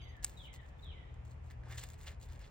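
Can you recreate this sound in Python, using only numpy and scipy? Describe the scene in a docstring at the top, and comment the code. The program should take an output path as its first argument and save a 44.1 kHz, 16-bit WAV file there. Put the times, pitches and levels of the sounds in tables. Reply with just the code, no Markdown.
"""A songbird's falling whistles echo between garden fences, over a distant engine hum and soft outdoor air.
A second bird chips twice; close by, leaves rustle, a herb stem is snipped and a hand scrapes over the soil.
The birds are swept sines, single and in partials, with scattered echoes; the engine is low sines over filtered noise.
The stem, twigs and clods are decaying noise bursts, the snip adding impulses; leaves and soil are dense random grains.
"""
import sys
import numpy as np
from scipy import signal
from scipy.fft import rfft, irfft
from scipy.io import wavfile
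from scipy.ndimage import uniform_filter1d

SR = 44100
rng = np.random.default_rng(int(sys.argv[2]) if len(sys.argv) > 2 else 0)


def store_pcm(level_fs):
    """Save levels as 16-bit WAV."""
    pcm = np.round(np.clip(level_fs, -1, 1) * 32767).astype(np.int16)
    wavfile.write(sys.argv[1], SR, np.atleast_2d(pcm).T)


N = 110250


def undb(db):
    """Decibel law: twenty dB is a factor of ten in amplitude."""
    return 10 ** (np.asarray(db) / 20)


def unit(x):
    """Normalisation: scale to an rms of 1."""
    return x / np.sqrt(np.mean(x ** 2))


def walk(rate):
    """Low-passed randomness: `rate` random values a second, smoothed into a drift with a spread of 1."""
    hold = max(2, int(SR / rate))
    steps = np.repeat(rng.standard_normal(N // hold + 1), hold)
    smooth = uniform_filter1d(uniform_filter1d(steps, hold), hold)
    return unit(smooth[:N])


def colour(x, points):
    """Minimum-phase filtering: a causal response through (Hz, dB) points keeps the power of white noise."""
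    hz, db = np.array(points).T
    bins_hz = np.maximum(np.fft.rfftfreq(2 * N, 1 / SR), 1)
    gain = unit(undb(np.interp(np.log(bins_hz), np.log(hz), db)))
    # folding the cepstrum onto positive times makes the filter causal
    cepstrum = irfft(np.log(gain))
    cepstrum[1:N] *= 2
    cepstrum[N + 1:] = 0
    return irfft(rfft(x, 2 * N) * np.exp(rfft(cepstrum)))[..., :N]


def delay(x, seconds):
    """Linear phase shift: delays by any fraction of a sample."""
    turn = np.exp(-2j * np.pi * np.fft.rfftfreq(2 * N, 1 / SR) * seconds)
    return irfft(rfft(x, 2 * N) * turn)[:N]


def ports(x, lag_ms):
    """Arrival-time difference: the right microphone lags the left, or leads it for a negative lag."""
    lag = lag_ms / 1000
    return np.array([delay(x, -lag / 2), delay(x, lag / 2)])


def scatter(x, t60):
    """Diffuse reflection: plants and fences return decaying noise-like echoes, independent in each ear."""
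    t = np.arange(N) / SR
    decay = np.exp(-np.log(1000) * t / t60)  # 60 dB down after t60 seconds
    tail = unit(rng.standard_normal((2, N)) * decay) / np.sqrt(N)
    return signal.fftconvolve(x[None], tail, axes=1)[:, :N]


LEAF_SWAY_PER_S = 130


def swaying(x, t60):
    """Modulated scattering: echoes off moving leaves flutter, smearing a pure tone into a narrow band."""
    out = 0
    for _ in range(4):
        flutter = np.array([walk(LEAF_SWAY_PER_S), walk(LEAF_SWAY_PER_S)])
        out = out + scatter(x, t60) * flutter
    return out / 2  # four independent paths, power kept


def gate(u, length, attack, release):
    """Amplitude envelope: linear attack, hold, then exponential release after `length`."""
    return np.clip(u / attack, 0, 1) * np.exp(-np.maximum(u - length, 0) / release)


def cracks(rows, decay):
    """Impulsive fracture: each (s, dB) row starts a very short, exponentially decaying noise burst."""
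    t = np.arange(N) / SR
    envelope = sum(undb(db) * (t >= s) * np.exp(-abs(t - s) / decay) for s, db in rows)
    return rng.standard_normal(N) * envelope


# Shape of one whistle. Each row: time from its start in seconds, pitch in Hz, relative level in dB.
WHISTLE = [(0, 4083, -7.5), (.008, 3860, -1.5), (.028, 3530, -2), (.05, 3272, -4), (.092, 2950, -3),
           (.099, 2372, -6), (.118, 2133, -10.5), (.19, 1988, -12), (.235, 1850, -12), (.275, 1718, -6.5),
           (.31, 1652, -14)]
# The whistles. Each row: start in seconds, length in seconds, level in dB ahead of the path gains below.
WHISTLES = [(-.1, .32, -58.5), (0.363, 0.27, -58.5), (0.82, .215, -58.5)]
WHISTLE_WAVER, WAVER_PER_S = .006, 380  # rms share of the pitch, random values per second
PIP_S, PIP_LENGTH_S, PIP_HZ, PIP_DB = .796, .005, 3570, -62
# gains of the direct path and of each kind of echo
BIRD_DIRECT_DB, FENCE_DB, FOLIAGE_DB, BIRD_WET_DB = -11, -14, 0, 1.5
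FENCE_S, FOLIAGE_T60_S, BIRD_T60_S = .095, .25, 0.81
BIRD_LAG_MS = -0.348  # the right microphone leads


def songbird():
    """Frequency glide: pure whistles fall with a quick drop midway, then echo; a tiny pip leads the last."""
    lead = .15  # seconds computed ahead, so that a whistle can already be under way at the opening
    t, song = np.arange(N) / SR - lead, 0
    at, hz, shape_db = np.array(WHISTLE).T
    for start, length, db in WHISTLES:
        u = t - start
        pitch = np.interp(u, at, hz) * (1 + WHISTLE_WAVER * walk(WAVER_PER_S))
        tone = unit(np.sin(2 * np.pi * np.cumsum(pitch) / SR))
        level = undb(db + np.interp(u, at, shape_db))
        song = song + level * gate(u, length, 0.00067, .006) * tone
    pip_shape = np.exp(-((t - PIP_S) / PIP_LENGTH_S) ** 2)
    pip = undb(PIP_DB) * pip_shape * np.sin(2 * np.pi * PIP_HZ * t)
    fence = undb(FENCE_DB) * delay(song, FENCE_S)
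    foliage = undb(FOLIAGE_DB) * swaying(song, FOLIAGE_T60_S)
    garden = undb(BIRD_WET_DB) * swaying(song, BIRD_T60_S)
    direct = ports(undb(BIRD_DIRECT_DB) * song + pip, BIRD_LAG_MS)
    out = direct + fence + foliage + garden
    skip = int(lead * SR)
    return np.pad(out[:, skip:], ((0, 0), (0, skip)))


# Engine hum. Each row: time in seconds, level of the low line in dB, level of the high line in dB;
# both levels waver about these values.
HUM = [(0, -62.5, -54), (.2, -55.5, -70.5), (.45, -78, -56.5), (0.621, -51, -66), (.76, -69.5, -69.5),
       (.89, -51, -67), (1.02, -69, -77), (1.13, -51.5, -55.5), (1.401, -52.5, -54.5), (1.598, -54, -54),
       (1.78, -51, -50.5), (1.92, -52.5, -56.5), (2.03, -54, -62.5), (2.33, -53.5, -56), (2.5, -80, -65)]
# Spectrum of the rumble. Each row: frequency in Hz, relative density in dB per Hz.
RUMBLE = [(20, -39), (34, -1), (47, 6.5), (62, 7.5), (85, -2), (130, -3.5), (180, -15), (260, -23),
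          (500, -65)]
HUM_HZ, HUM_WAVER = 38.83, .012  # base frequency, rms share of it
HUM_OVERTONE_DB, RUMBLE_DB = -70.5, -52


def engine():
    """Harmonic orders: multiples 2, 3 and 4 of one wavering base hum far off over an uneven rumble."""
    t = np.arange(N) / SR
    at, low_db, high_db = np.array(HUM).T
    phase = 2 * np.pi * np.cumsum(HUM_HZ * (1 + HUM_WAVER * walk(8.86))) / SR
    levels = [np.interp(t, at, low_db), np.interp(t, at, high_db), HUM_OVERTONE_DB]
    hum = 0
    for order, db in enumerate(levels, 2):
        line = unit(np.sin(order * phase + 2 * np.pi * rng.random()))
        hum = hum + undb(db + 2.48 * walk(14)) * line
    rumble = undb(RUMBLE_DB) * unit(colour(rng.standard_normal(N), RUMBLE))
    pan_db = 2.0  # left over right
    return ports(hum + rumble, lag_ms=0.415) * undb(np.array([[pan_db], [-pan_db]]) / 2)


# Spectrum of the air. Each row: frequency in Hz, relative density in dB per Hz.
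AIR = [(60, 10.5), (200, 2), (450, 3), (900, 0), (1500, -7), (2500, -9), (4000, -24.5), (7000, -28),
       (10000, -39), (16000, -88)]
AIR_DB = -60.5  # mean level, with a slight drift


def air():
    """Incoherent noise field: a soft outdoor wash, independent left and right but for a shared level drift."""
    return undb(AIR_DB + 0.5 * walk(7.5)) * colour(rng.standard_normal((2, N)), AIR)


# Chips of the second bird. Each row: start in seconds, length in seconds, level in dB ahead of the partial gains.
CHIPS = [(.003, 0.0464, -67.5), (0.072, 0.0373, -68)]
# Partials of a chip. Each row: multiple of the base frequency, gain in dB.
CHIP_PARTIALS = [(2, -12), (3, -2.5), (4, -5), (6, -20), (8, -15.5)]
# base frequency at the start and end of a chip (itself not sounded), rms waver as a share
CHIP_FROM_HZ, CHIP_TO_HZ, CHIP_WAVER = 1645, 1535, .014
CHIP_ECHO_DB, CHIP_T60_S = -6, .4


def chips():
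    """Harmonic series: two thin, slightly falling notes sum sine partials of one base frequency."""
    t, out = np.arange(N) / SR, 0
    for start, length, db in CHIPS:
        glide = np.interp(t - start, [0, length], [CHIP_FROM_HZ, CHIP_TO_HZ])
        phase = 2 * np.pi * np.cumsum(glide * (1 + CHIP_WAVER * walk(300))) / SR
        note = sum(undb(gain) * np.sin(k * phase) for k, gain in CHIP_PARTIALS)
        out = out + undb(db) * gate(t - start, length, 0.017, 0.002) * note
    near = undb(-2.5) * swaying(out, t60=0.099)
    far = undb(CHIP_ECHO_DB) * swaying(out, CHIP_T60_S)
    return ports(out, BIRD_LAG_MS) + near + far


# Edges between the bands that swell separately within a stroke, each a frequency in Hz.
CLUMP_BANDS = [1200, 2300, 4000, 6500, 10000]
CLUMP_DB, CLUMP_PER_S = 2.7, 90  # rms swell, random values per second


def clumps(x):
    """Band-wise modulation: each band swells by itself as different leaves and crumbs make contact."""
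    lows = []
    for hz in CLUMP_BANDS:
        lowpass = signal.butter(3, hz, fs=SR, output="sos")
        lows.append(signal.sosfiltfilt(lowpass, x))
    out, below = 0, 0
    for low in lows + [x]:
        out = out + (low - below) * undb(CLUMP_DB * walk(CLUMP_PER_S))
        below = low
    return out


GRAINS_PER_S, GRAIN_SPREAD_DB = 3400, 2.8


def grains(rate, spread_db):
    """Random contact train: dense tiny impulses of uneven size, in clumps."""
    sizes = undb(spread_db * np.minimum(rng.exponential(size=N), 4))
    contacts = (rng.random(N) < rate / SR) * rng.standard_normal(N) * sizes
    return unit(clumps(contacts))


SWELL_SHARE = 0.43  # of a stroke's length


def stroke(start, length, db, release):
    """Gesture envelope: one movement of the hand, the longer ones swelling more slowly."""
    return undb(db) * gate(np.arange(N) / SR - start, length, SWELL_SHARE * length, release)


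# Single leaf and twig ticks. Each row: start in seconds, level in dB.
TICKS = [(.167, -59), (.333, -65), (.5393, -44.5), (.5455, -55), (.688, -64), (.797, -68), (.845, -60.5),
         (1.142, -62.5), (1.252, -59), (1.311, -60), (1.316, -58), (1.443, -66.5), (1.502, -58),
         (1.51, -55.5), (1.516, -54), (1.7062, -56), (1.7247, -52), (1.7786, -54), (1.7865, -50),
         (1.8374, -37), (1.869, -60), (1.8883, -46.5), (1.902, -47.5), (1.9342, -52.5), (1.9415, -53),
         (2.012, -51), (2.119, -59), (2.2007, -59), (2.2147, -54.5), (2.2301, -51), (2.26, -60),
         (2.288, -55.5), (2.3229, -52.5), (2.332, -50.5), (2.3594, -60), (2.3933, -56.5), (2.4112, -59),
         (2.4706, -70)]
# Leaves brushed. Each row: start in seconds, length in seconds, level in dB.
RUSTLES = [(0.223, 0.022, -54), (0.253, 0.037, -56.5), (0.277, 0.19, -69), (0.525, 0.024, -60.5),
           (0.6, 0.096, -76.5), (0.767, 0.087, -76), (1.234, 0.1, -74), (1.425, .1, -73),
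           (1.678, 0.078, -61.5), (1.769, 0.027, -51), (1.804, 0.032, -58), (1.823, 0.117, -67),
           (1.971, 0.073, -64), (2.055, 0.034, -58), (2.093, 0.035, -69.5), (2.196, 0.059, -63),
           (2.278, 0.068, -69), (2.358, 0.12, -71)]
# Spectrum of leaves and twigs. Each row: frequency in Hz, relative density in dB per Hz.
LEAF_COLOUR = [(300, -18), (1500, -6), (3000, -3), (4300, -0.5), (5300, -5), (7400, 3), (10500, -12),
               (13000, -6), (16000, -5.5)]
TICK_DECAY_S, LEAF_RELEASE_S = 0.0012, 0.014


def leaves_and_twigs():
    """Friction and impact: brushed leaves are strokes of grains and ticks are bursts, under one spectrum."""
    strokes = sum(stroke(*row, LEAF_RELEASE_S) for row in RUSTLES)
    rustle = grains(GRAINS_PER_S, GRAIN_SPREAD_DB) * strokes
    return colour(rustle + cracks(TICKS, TICK_DECAY_S), LEAF_COLOUR)


# Fibres breaking in the snip. Each row: time in seconds, relative level in dB.
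SNIP = [(.2394, -18), (.24495, -1), (.2457, 0), (.24722, -6), (.249, -15)]
# Spectrum of the snip. Each row: frequency in Hz, relative density in dB per Hz.
SNIP_COLOUR = [(200, -14), (1300, -19.5), (1750, -5), (2600, -13), (3800, -16), (5400, -5), (6650, -4),
               (8200, 1), (9700, -11), (11200, -12.5), (13000, -13), (16000, -23.5)]
SNIP_DB, SNIP_DECAY_S, SNIP_LAG_MS = -15, 0.0018, 0.048
SNIP_TEAR_DB, SNIP_NEAR_DB, SNIP_TAIL_DB = -16, -10, -33  # relative to the breaks and cracks


def snip():
    """Brittle fracture: a stem's fibres crack as impulses, each with a short tearing; plants scatter them."""
    at, db = np.array(SNIP).T
    breaks = np.bincount(np.round(at * SR).astype(int), undb(db), N)
    tearing = undb(SNIP_TEAR_DB) * cracks(SNIP, SNIP_DECAY_S)
    crack = colour(breaks + tearing, SNIP_COLOUR)
    near = undb(SNIP_NEAR_DB) * scatter(crack, t60=0.013)
    tail = undb(SNIP_TAIL_DB) * scatter(crack, t60=0.51)
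    return undb(SNIP_DB) * (ports(crack, SNIP_LAG_MS) + near + tail)


# Hand and grit on the soil. Each row: start in seconds, length in seconds, level in dB, crunch centre in Hz.
SCRAPES = [(1.496, .015, -65.5, 1870), (1.633, 0.09, -62.5, 1190), (1.694, 0.051, -59, 1750),
           (1.77, 0.029, -59, 3020), (1.803, 0.034, -62.5, 1880), (1.83, .14, -71, 2040),
           (1.977, 0.065, -68, 2340), (2.06, 0.024, -54, 2760), (2.077, 0.048, -66.5, 1670),
           (2.18, .28, -72.5, 2030), (2.282, 0.045, -70, 3970), (2.389, .065, -68.5, 4200)]
# Spectrum of the soil. Each row: frequency in Hz, relative density in dB per Hz.
SOIL_COLOUR = [(150, -16), (400, 3.5), (1000, -5.5), (1800, -2), (3500, -5.5), (5000, -7.5), (8000, -13),
               (16000, -32)]
SOIL_RELEASE_S, CRUNCH_DB, CRUNCH_Q = 0.02, 7, 2.2


def soil():
    """Granular friction with resonance: crumbs grind under the fingers, each scrape around its own pitch."""
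    grit, out = colour(grains(GRAINS_PER_S, GRAIN_SPREAD_DB), SOIL_COLOUR), 0
    for start, length, db, hz in SCRAPES:
        crunch = signal.lfilter(*signal.iirpeak(hz, CRUNCH_Q, SR), grit)
        texture = unit(grit + undb(CRUNCH_DB) * crunch)
        out = out + texture * stroke(start, length, db, SOIL_RELEASE_S)
    return out


# Clods cracking. Each row: start in seconds, level in dB ahead of the resonance, ring in Hz.
CLODS = [(1.509, -42, 1900), (1.635, -44, 1550), (1.725, -36.5, 1680), (1.758, -40.5, 1920),
         (1.787, -36.5, 2940), (2.0668, -47, 2300), (2.0773, -36.5, 1770), (2.0805, -37, 3100),
         (2.091, -39, 2100)]
CLOD_Q, CLOD_DECAY_S = 3.4, 0.004


def clods():
    """Damped resonance: small clods crack under the fingers, each burst exciting a short dull ring."""
    out = 0
    for start, db, hz in CLODS:
        burst = cracks([(start, db)], CLOD_DECAY_S)
        out = out + signal.lfilter(*signal.iirpeak(hz, CLOD_Q, SR), burst)
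    return out


HAND_LAG_MS, NEAR_WET_DB, NEAR_T60_S = 0.042, -11, 0.084


def gardening():
    """Direct and scattered sound: leaves, twigs and soil close to the microphones, with short reflections."""
    hand = leaves_and_twigs() + soil() + clods()
    early = undb(-11.0) * scatter(hand, t60=0.019)
    late = undb(NEAR_WET_DB) * scatter(hand, NEAR_T60_S)
    return ports(hand, HAND_LAG_MS) + early + late


def scene():
    """Superposition: the pressures of all sources add."""
    return songbird() + engine() + air() + chips() + gardening() + snip()


TOP_HZ = 15900


def record(dry):
    """Band limiting: the recorder cuts the top with a steep elliptic low-pass."""
    return signal.sosfilt(signal.ellip(8, .2, 70, TOP_HZ, fs=SR, output="sos"), dry)


dry = scene()
out = record(dry)
store_pcm(out)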